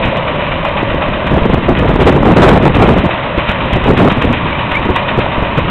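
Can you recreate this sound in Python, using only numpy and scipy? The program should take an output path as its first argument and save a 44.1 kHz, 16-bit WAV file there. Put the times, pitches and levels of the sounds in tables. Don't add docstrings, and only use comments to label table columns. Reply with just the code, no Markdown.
import sys
import numpy as np
from scipy import signal
from scipy.io import wavfile
from scipy.ndimage import uniform_filter1d

SR = 44100
rng = np.random.default_rng(int(sys.argv[2]) if len(sys.argv) > 2 else 0)


def log_audio(samples):
    frames = np.atleast_2d(samples).T
    limited = np.clip(frames, -1, 1)
    pcm = np.round(limited * 32767).astype(np.int16)
    wavfile.write(sys.argv[1], SR, pcm)


def nominal_scale(level):
    x = np.asarray(level, float) / 20
    return 10 ** x


N = 251370

# (time [s], drone level [dB])
ENGINE = [
    (0, -16),
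    (.6, -22),
    (1.2, -21),
    (1.7, -25.5),
    (3.2, -21.5),
    (4.1, -26.5),
    (4.6, -27.5),
    (5.3, -21),
    (5.7, -27.5),
]
# (frequency [Hz], width [Hz], level [dB])
EXHAUST_TONES = [(555, 102, 5), (649, 167, -1.5)]
# (frequency [Hz], width [Hz], level [dB])
GEARBOX_TONES = [(914, 85, 0.5), (1101, 180, -0.5), (1180, 14, -4.5)]
# (frequency [Hz], level [dB])
GEAR_WHINES = [(608.3, -36), (974.4, -39), (1166, -41), (2050, -43), (2169, -44)]
# (frequency [Hz], level per Hz [dB])
CHAIN_COLOUR = [(700, -0.5), (1000, 2.5), (1600, -3.5), (2100, -2), (2600, 0.5), (3200, -13.5),
                (3700, -32.5), (4300, -10)]
# (frequency [Hz], width [Hz], level [dB])
PANELS = [(1070, 220, -11.5), (1330, 62, -1.5), (1893, 190, -0.5), (2176, 200, 5), (2483, 56, 6),
          (3156, 200, 3.5), (3610, 150, 0.5)]
# (time [s], blow [dB], weight of the low panels [dB])
HARD_TURNS = [(0.033, -10, 4), (.652, -13.5, 3), (0.773, -12.5, -6), (.903, -18.5, 15), (1.024, -13, 4),
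              (1.271, -14.5, -2), (1.771, -13.5, -3), (2.009, -10.5, -12), (2.49, -8.5, -5),
              (2.749, -9, -2.5), (3.383, -11.5, -9.5), (3.485, -8, -12.5), (3.732, -11, -2),
              (3.974, -10, -13.5), (4.103, -9, -7.5), (4.219, -10.5, -2), (4.335, -11.5, -10.5),
              (4.717, -10, -6.5), (4.961, -9.5, -16), (5.087, -11, -4), (5.207, -14, 5), (5.577, -15.5, 8)]
# (time [s], gust level [dB])
GUSTS = [(0.0, -21.5), (0.35, -23), (1.29, -18.5), (1.35, -7), (1.4, -17.5), (2.2, -11.5), (3.02, -20),
         (3.3, -28), (3.33, -21.5), (3.71, -19.5), (3.78, -12.5), (3.81, -19.5), (3.86, -18.5),
         (4.22, -15.5), (4.64, -23), (4.9, -19), (4.97, -20.5), (5.7, -19)]
# (middle [s], length [s], level [dB], swirl frequency [Hz])
BUFFETS = [(1.314, 0.017, -4, 260.3), (1.343, 0.016, -5.5, 120.3), (1.374, 0.026, -4.5, 350),
           (1.458, 0.015, -6, 359.8), (1.54, 0.016, -3, 299.2), (1.698, 0.036, -4, 321),
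           (1.725, 0.014, -7, 259.1), (1.858, 0.035, -5.5, 330), (1.904, 0.03, -5.5, 230.3),
           (2.013, 0.047, -2, 339.8), (2.083, 0.057, 0, 340.2), (2.145, .045, -4.5, 369.7),
           (2.2, .075, -5.5, 299.1), (2.295, .09, -2.5, 280), (2.39, 0.051, 2.5, 299.5),
           (2.458, 0.078, 7, 360), (2.535, 0.1, 2.5, 320), (2.622, 0.045, -6, 280.4),
           (2.668, 0.032, 1, 358.7), (2.762, 0.021, -5.5, 249.8), (2.823, .078, 0, 320.5),
           (2.91, 0.071, -0.5, 290), (2.978, 0.034, -4, 309.8), (3.01, 0.016, -2.5, 300.7),
           (3.052, .03, 0.5, 360), (3.885, .06, -2.5, 360), (3.931, 0.038, -7.5, 260.4),
           (4.015, 0.051, -3.5, 350), (4.066, 0.045, -4, 340), (4.188, 0.038, -8.5, 170.1)]
# (middle [s], length [s], level [dB])
PUFFS = [(0.058, 0.011, -10.5), (0.085, 0.0082, -7.5), (.83, 0.0018, -9), (1.088, .012, -12),
         (1.424, .007, -2.5), (1.501, 0.011, -5), (1.58, .011, -6.5), (1.633, 0.0044, -7),
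         (1.801, 0.026, -8), (1.829, .015, -9), (1.941, 0.0064, -5.5), (1.96, .012, -6), (2.703, 0.014, -5),
         (2.718, 0.0042, -7), (3.381, .009, -3.5), (3.495, 0.013, -9.5), (3.733, .009, -6),
         (3.766, .014, -4), (3.975, .02, -7.5), (4.12, .018, -11.5), (4.251, .02, -8.5), (4.279, 0.017, -7),
         (4.308, 0.017, -6), (4.728, .005, -9.5), (4.861, 0.022, -12.5), (4.905, 0.032, -6.5),
         (5.188, .022, -7.5), (5.382, 0.006, -4.5), (5.429, 0.012, -4.5), (5.585, .02, -4.5)]
# (middle [s], length [s], frequency [Hz], level [dB])
JOLTS = [
    (.652, .0018, 952, -4),
    (0.831, .003, 299, -2.5),
    (.946, 0.0022, 398, -5),
    (1.029, 0.0017, 699, -5),
    (3.093, 0.0017, 694, -3.5),
    (3.382, .005, 149, -1.5),
    (4.963, .0022, 990, -3),
    (5.264, 0.0018, 800, -3),
]
# (middle [s], length [s], frequency [Hz], level [dB])
SQUEAKS = [
    (4.528, 0.013, 2270, -18.5),
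    (4.557, 0.014, 2340, -20),
    (4.746, 0.005, 2190, -17.5),
    (4.756, 0.0066, 2156, -11),
    (4.771, .013, 2320, -11.5),
]

FIRING_HZ, SHAFT_HZ = 41.2, 8.13
GEAR_DB, GEAR_DB_PER_S = -23, .5
CHAIN_DB, CHAIN_DB_PER_S = -20, 0.1853
MASK_FROM_DB = -22
MASKING = 0.49
FIRST_TURN_S, TURN_S, TURN_JITTER_S = .035, .123, .004
TURN_DB, TURN_SPREAD_DB, TURN_LOW_DB = -18.5, 2, 4
RUMBLE_DB, RUSH_DB, RUSH_PER_DB = 1, -7.5, 0.51
HEAVE_DB, PUSH_DB, LUMPS_DB = -6.5, -3, 2.5
PUFF_HZ = 270.5
RAIL, CEILING = 0.71, .707


def level(x, db):
    return x * nominal_scale(db) / np.sqrt(np.mean(x ** 2))


def noise():
    return rng.standard_normal(N)


def curves(table):
    s, *columns = np.transpose(table)
    return [np.interp(np.arange(N) / SR, s, c) for c in columns]


def band(x, hz, width):
    return signal.lfilter(*signal.iirpeak(hz, hz / width, SR), x)


def twice(x, hz, width):
    return band(band(x, hz, width), hz, width)


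def ring(x, modes):
    return sum((-1) ** k * nominal_scale(db) * band(x, hz, width) for k, (hz, width, db) in enumerate(modes))


def walk(rate):
    hold = int(SR / rate)
    steps = np.repeat(rng.standard_normal(N // hold + 1), hold)
    smooth = uniform_filter1d(uniform_filter1d(steps, hold), hold)
    return level(smooth[:N], 0)


def bumps(s, length, size, edge=0.023):
    out = np.zeros(N)
    for at, wide, height in zip(s, length, size):
        first = max(int((at - wide) * SR), 0)
        last = min(int((at + wide) * SR), N)
        i = np.arange(first, last)
        ramp = np.clip(.5 + (wide / 2 - np.abs(i / SR - at)) / min(wide, edge), 0, 1)
        out[i] += height * np.sin(np.pi / 2 * ramp) ** 2
    return out


def clicks(rate, spread_db):
    hit = rng.random(N) < rate / SR
    sizes = nominal_scale(spread_db * rng.exponential(size=N))
    return level(hit * np.sign(noise()) * sizes, 0)


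def tractor(drone_db, gear_db):
    phase = np.cumsum(FIRING_HZ * (1 + 0.017 * walk(20))) / SR
    puff = .5 + np.exp(-(phase % 1) / 0.45)
    gas = noise() * puff * nominal_scale(0.54 * walk(8.2))
    drone = level(ring(gas, EXHAUST_TONES), -0.25) * nominal_scale(drone_db)
    exhaust = level(twice(gas, 140., 170.), -26)
    throb = nominal_scale(walk(14))
    gears = level(ring(noise() * throb, GEARBOX_TONES), -2.0) * nominal_scale(gear_db)
    load = nominal_scale(0.28 * (drone_db - drone_db.mean()))
    whine = 0
    for hz, db in GEAR_WHINES:
        loudness = nominal_scale(db + 2.4 * walk(3.26))
        cycles = np.cumsum(hz * (1 + 0.00271 * walk(7))) / SR
        whine = whine + loudness * np.sin(2 * np.pi * cycles)
    return drone + exhaust + gears + np.sqrt(2) * load * whine


def turns():
    count = int(N / SR / TURN_S) + 1
    chance = rng.standard_normal((count, 3)).T
    times = FIRST_TURN_S + TURN_S * np.arange(count) + TURN_JITTER_S * chance[0]
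    blow_db = TURN_DB + TURN_SPREAD_DB * chance[1]
    low_db = TURN_LOW_DB + TURN_SPREAD_DB * chance[2]
    rows = np.array([times, blow_db, low_db]).T
    hard_s = np.transpose(HARD_TURNS)[0]
    rows[np.rint((hard_s - FIRST_TURN_S) / TURN_S).astype(int)] = HARD_TURNS
    return rows.T


def chain_rattle():
    hz, db = np.transpose(CHAIN_COLOUR)
    links, chains = clicks(3500, spread_db=2.0), 0
    for centre in 750 * 2 ** np.arange(0, 2.6, 1 / 3):
        colour_db = np.interp(np.log(centre), np.log(hz), db) + 1.0 * walk(8.7)
        chains = chains + nominal_scale(colour_db) * band(links + 1.09 * noise(), centre, centre / 5)
    hum = level(ring(links, PANELS[2:]), -14.5) * nominal_scale(2 * walk(8))
    return level(level(chains, 0) + hum, 0)


def baler(rattle_db):
    s, blow_db, low_db = turns()
    chains = chain_rattle()
    slap = bumps(s, np.full(len(s), .011), nominal_scale(blow_db))
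    shake = signal.lfilter([1], [1, -np.exp(-1 / (0.025 * SR))], slap) / (0.026 * SR)
    tines = 1 + 0.074 * np.cos(2 * np.pi * 3 * SHAFT_HZ * (np.arange(N) / SR - .03))
    weight = bumps(s, np.full(len(s), .013), nominal_scale(blow_db + low_db))
    contacts = clicks(3700, spread_db=-0.5)
    high_size = ring(contacts, PANELS[2:]).std()
    low_size = ring(contacts, PANELS[:2]).std()
    high = ring(contacts * slap, PANELS[2:]) / high_size
    low = ring(contacts * weight, PANELS[:2]) / low_size
    panels = high + nominal_scale(-4) * low
    motion = nominal_scale(rattle_db - 1.5) * tines + nominal_scale(1.5) * shake + nominal_scale(-13.5) * slap
    return chains * motion + nominal_scale(-11) * panels


def wind(gust_db):
    rumble = level(band(noise(), 50., 99.0), -1.65) * nominal_scale(gust_db + RUMBLE_DB + 2.1 * walk(18))
    rush_db = RUSH_PER_DB * gust_db + RUSH_DB + 2.0 * walk(35)
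    rush = level(twice(noise(), 170.0, 300.), -5.5) * nominal_scale(rush_db)
    eddies = list(BUFFETS) + [(*p, PUFF_HZ) for p in PUFFS]
    s, length, db, hz = np.transpose(sorted(eddies))
    swell = bumps(s, length, nominal_scale(db - 4.5), edge=0.0064)
    pitch = np.interp(np.arange(N) / SR, s, hz) * 2 ** (.8 * walk(400) - .25)
    swirl = np.sqrt(2) * np.sin(2 * np.pi * np.cumsum(pitch) / SR)
    broken = level(twice(noise(), 223.0, 500.), -4.0) * swell
    broken = broken + level(twice(noise(), 555.0, 610.0), -2.35) * swell ** 1.76
    thump = level(twice(noise(), 122.6, 130.), -5.5) * swell
    flutter = nominal_scale(2.0 * walk(90) + LUMPS_DB * walk(45))
    heave = level(band(noise(), 55., 45.0), HEAVE_DB) * uniform_filter1d(swell, size=1500)
    s, length, db = np.transpose(PUFFS)
    shove = nominal_scale(db + PUSH_DB) * (-1) ** np.arange(len(s))
    push = bumps(s, np.minimum(length, .005), shove, edge=0.00091)
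    return rumble + heave + push + rush + thump + flutter * (nominal_scale(-1.5) * swell * swirl + broken)


def jolts_and_squeaks(table):
    t = np.arange(N) / SR
    out = np.zeros(N)
    for s, wide, hz, db in table:
        swell = bumps([s], [wide], [nominal_scale(db)])
        out += np.sqrt(2) * swell * np.cos(2 * np.pi * hz * (t - s))
    return out


def scene():
    t = np.arange(N) / SR
    drone_db, = curves(ENGINE)
    gust_db, = curves(GUSTS)
    duck_db = MASKING * np.maximum(gust_db - MASK_FROM_DB, 0)
    engine = tractor(drone_db, GEAR_DB + GEAR_DB_PER_S * t - duck_db)
    machine = engine + baler(CHAIN_DB + CHAIN_DB_PER_S * t - duck_db)
    bursts = jolts_and_squeaks([*SQUEAKS, *JOLTS])
    return (machine + bursts + wind(gust_db))[None]


def band_limit(x):
    return signal.sosfilt(signal.butter(12, 15830, fs=SR, output="sos"), x)


def record(dry):
    soft = signal.sosfilt(signal.butter(6, 3700, fs=SR, output="sos"), dry)
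    edge = signal.cheby2(9, 48, 4960, fs=SR, output="sos")
    every_fifth = 5. * (np.arange(N) % 5 == 0)
    samples = np.clip(soft, -RAIL, RAIL) * every_fifth
    narrow = signal.sosfiltfilt(edge, samples)
    return band_limit(np.clip(narrow, -CEILING, CEILING))


dry = scene()
out = record(dry)
log_audio(out)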